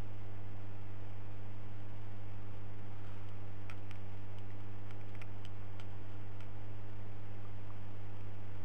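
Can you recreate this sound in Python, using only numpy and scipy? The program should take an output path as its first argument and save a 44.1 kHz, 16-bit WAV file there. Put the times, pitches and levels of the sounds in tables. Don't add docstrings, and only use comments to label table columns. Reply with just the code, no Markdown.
import sys
import numpy as np
from scipy import signal
from scipy.fft import rfft, irfft, next_fast_len
from scipy.io import wavfile

SR = 44100
rng = np.random.default_rng(int(sys.argv[2]) if len(sys.argv) > 2 else 0)


def store_pcm(level_fs):
    pcm = np.round(np.clip(level_fs, -1, 1) * 32767).astype(np.int16)
    wavfile.write(sys.argv[1], SR, np.atleast_2d(pcm).T)


N = 381024
FRAGMENT_BODY_DB = -5


def amp(db):
    return 10 ** (np.asarray(db) / 20)


def unit(x):
    return x / np.sqrt(np.mean(x ** 2) + 1e-20)


def filtered(x, response):
    size = next_fast_len(N + SR // 2)
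    return irfft(rfft(x, size) * response(np.fft.rfftfreq(size, 1 / SR)), size)[:N]


def coloured(x, points):
    points_hz, db = np.transpose(points)
    return filtered(x, lambda hz: amp(np.interp(np.log(hz + 1), np.log(points_hz + 1), db)))


def add(track, start_s, sound):
    part = track[round(start_s * SR):][:len(sound)]
    part += sound[:len(part)]


def ring(t, hz, t60_s):
    return np.sin(2 * np.pi * hz * t) * amp(-60 * t / t60_s)


def grains(per_s, spread_db=1.0):
    impulses = (rng.random(N) < per_s / SR) * rng.choice([-1, 1], N)
    return unit(impulses * amp(spread_db * rng.standard_normal(N)))


def electronics(mains_hz=50.1, whine_hz=885.9, whine_db=-77.5):
    # frequency in Hz, density in dB per Hz.
    hiss_spectrum = [(5, -90), (14, -77.5), (35, -78), (60, -82), (120, -84), (250, -88), (500, -89.5),
                     (700, -90.5), (950, -94.5), (1300, -95.5), (1700, -96.5), (2600, -96), (3200, -97),
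                     (3900, -105)]
    # multiple of the mains, rms level in dB.
    harmonics = [(1, -65.5), (2, -49.5), (3, -77), (4, -65.5), (5, -79), (6, -64.5), (7, -85.5), (8, -68.5),
                 (10, -73.5), (12, -76.5), (14, -87), (16, -70.5), (18, -76), (20, -79.5), (22, -78),
                 (24, -82), (26, -82), (28, -86.5), (30, -85.5), (42, -87), (44, -90), (52, -86.5)]
    t = np.arange(N) / SR

    def tone(hz, rms_db):
        return np.sqrt(2) * amp(rms_db) * np.sin(2 * np.pi * (hz * t + rng.random()))

    hiss = coloured(rng.standard_normal(N), hiss_spectrum) * np.sqrt(SR / 2)
    hum = sum(tone(multiple * mains_hz, db) for multiple, db in harmonics)
    return hiss + hum + tone(whine_hz, whine_db)


def seed_rustle(idle_db=-79):
    # centre in seconds, half length in seconds, level in dB.
    stirs = [(3.105, 0.18, -63.5), (3.71, 0.015, -61.5), (3.945, 0.041, -69), (4.14, .03, -65.5),
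             (5.162, 0.033, -74), (5.82, 0.019, -65), (6.12, 0.037, -65), (6.406, 0.015, -64.5),
             (8.568, 0.054, -67.5)]
    # frequency in Hz, relative level in dB.
    seed_spectrum = [(300, -26), (900, -3.5), (1350, 7), (1800, -7), (2400, 0), (3100, 1.5), (3800, -2),
                     (4600, -40)]
    t = np.arange(N) / SR
    swells = sum(amp(db) * np.exp(-((t - centre_s) / half_s) ** 2) for centre_s, half_s, db in stirs)
    stirred = unit(coloured(grains(per_s=3300), seed_spectrum))
    settling = unit(coloured(grains(per_s=33), seed_spectrum))
    return swells * stirred + amp(idle_db) * settling


def fracture(husk_hz, body_db, husk_t60_s=0.004, halving_db=11.5, scatter_db=5.5):
    # frequency in Hz, relative level in dB, t60 in seconds.
    modes = [(700, -12.5, 0.0083), (1395, -13, 0.02), (2410, -18.5, 0.016), (3100, -17.5, 0.015)]
    t = np.arange(SR // 20) / SR
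    body = sum(amp(db + scatter_db * rng.standard_normal()) * ring(t, hz, t60_s)
               for hz, db, t60_s in modes)
    husk = ring(t, husk_hz, husk_t60_s * 2 ** (-body_db / halving_db))
    return husk + amp(body_db) * body


def chewing(gap_s=0.41, tick_db=-53, tick_hz=3050, scatter_db=3.0, pitch_scatter=0.08):
    # start in seconds, end in seconds.
    spells = [(2.9, 6.15), (8.05, 8.6)]
    out = np.zeros(N)
    for start_s, end_s in spells:
        for beat_s in np.arange(start_s, end_s, gap_s):
            size, pitch = rng.standard_normal(2)
            tick = fracture(tick_hz * np.exp(pitch_scatter * pitch), FRAGMENT_BODY_DB)
            late_s = 0.5 * gap_s * rng.random()
            add(out, beat_s + late_s, amp(tick_db + scatter_db * size) * tick)
    return out


def bites(gap_s=0.0037, splinter_db=-11.5, rise_db=0.5, scatter_db=1.0, pitch_scatter=0.087):
    # start in seconds, level in dB, husk pitch in Hz, body share in dB,
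    # crumbling time in seconds.
    cracks = [(3.289, -44.5, 3000, -3, 0.0018), (3.698, -35.5, 2400, 7, 0.03), (3.7138, -42, 2100, 2.5, 0),
              (3.779, -48.5, 3230, 1.5, 0.026), (3.9117, -34, 2810, 0, 0), (3.9569, -45, 2330, -8, 0.0077),
              (4.3854, -41, 2950, -11, 0), (4.505, -45.5, 1950, -17, 0.0032),
              (4.9087, -40, 2300, 1, 0.0018), (5.0132, -44.5, 2300, -7, 0), (5.152, -38, 2170, -2.5, 0.005),
              (5.2166, -34, 2610, -2, 0.005), (5.221, -33, 2380, -5, 0),
              (5.4514, -35.5, 3040, -12.5, 0.004), (5.4623, -47, 3000, -8, 0),
              (5.798, -35.5, 2990, 3, 0.02), (6.406, -40, 2700, 5, 0.012), (6.431, -44.5, 2390, -5, 0),
              (8.209, -48, 2670, -4, 0), (8.5518, -49.5, 2600, 3, 0)]
    out = np.zeros(N)
    for start_s, crack_db, husk_hz, body_db, crumble_s in cracks:
        add(out, start_s, amp(crack_db) * fracture(husk_hz, body_db))
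        for k in range(8):
            late_s = gap_s * (k + 0.5 + rng.random())
            size, pitch = rng.standard_normal(2)
            splinter = fracture(husk_hz * np.exp(pitch_scatter * pitch), FRAGMENT_BODY_DB)
            if late_s < crumble_s:
                level_db = crack_db + splinter_db + rise_db * late_s / crumble_s + scatter_db * size
                add(out, start_s + late_s, amp(level_db) * splinter)
    return out


def husks(gain_db=2.5, low_cut_hz=950):
    low_cut = signal.butter(2, low_cut_hz, "highpass", fs=SR, output="sos")
    return amp(gain_db) * signal.sosfilt(low_cut, bites() + chewing())


def tray_taps(contact_s=0.0015):
    # start in seconds, level in dB, pitch in Hz, t60 in seconds.
    taps = [(7.451, -38.5, 1210, 0.013), (7.7045, -29, 1066, 0.0084)]
    out, t = np.zeros(N), np.arange(SR // 20) / SR
    attack = 1 - np.exp(-t / contact_s)
    for start_s, db, hz, t60_s in taps:
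        add(out, start_s, amp(db) * ring(t, hz, t60_s) * attack)
    return out


def feeder_reflections(x, wet_db=-11, t60_s=0.07, delay_s=0.0013):
    t = np.arange(SR // 8) / SR
    wet, block = np.zeros(N), SR // 5
    for start in range(0, N, block):
        tail = rng.standard_normal(len(t)) * amp(-60 * t / t60_s) * (t > delay_s)
        tail /= np.linalg.norm(tail)
        add(wet, start / SR, signal.fftconvolve(x[start:start + block], tail))
    return x + amp(wet_db) * wet


def scene():
    direct = husks() + tray_taps() + seed_rustle()
    return (feeder_reflections(direct) + electronics())[None]


def record(dry, link_rates_hz=(8000, 11025), top_hz=15700, dc_offset=0.029):
    output_t = np.arange(N) / SR
    t, x = output_t, filtered(dry[0], lambda hz: hz < link_rates_hz[0] / 2)
    for rate_hz in link_rates_hz:
        link_t = np.arange(0, N / SR, 1 / rate_hz)
        t, x = link_t, np.interp(link_t, t, x)
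    upsampled = np.interp(output_t, t, x)
    return dc_offset + filtered(upsampled, lambda hz: hz < top_hz)[None]


dry = scene()
out = record(dry)
store_pcm(out)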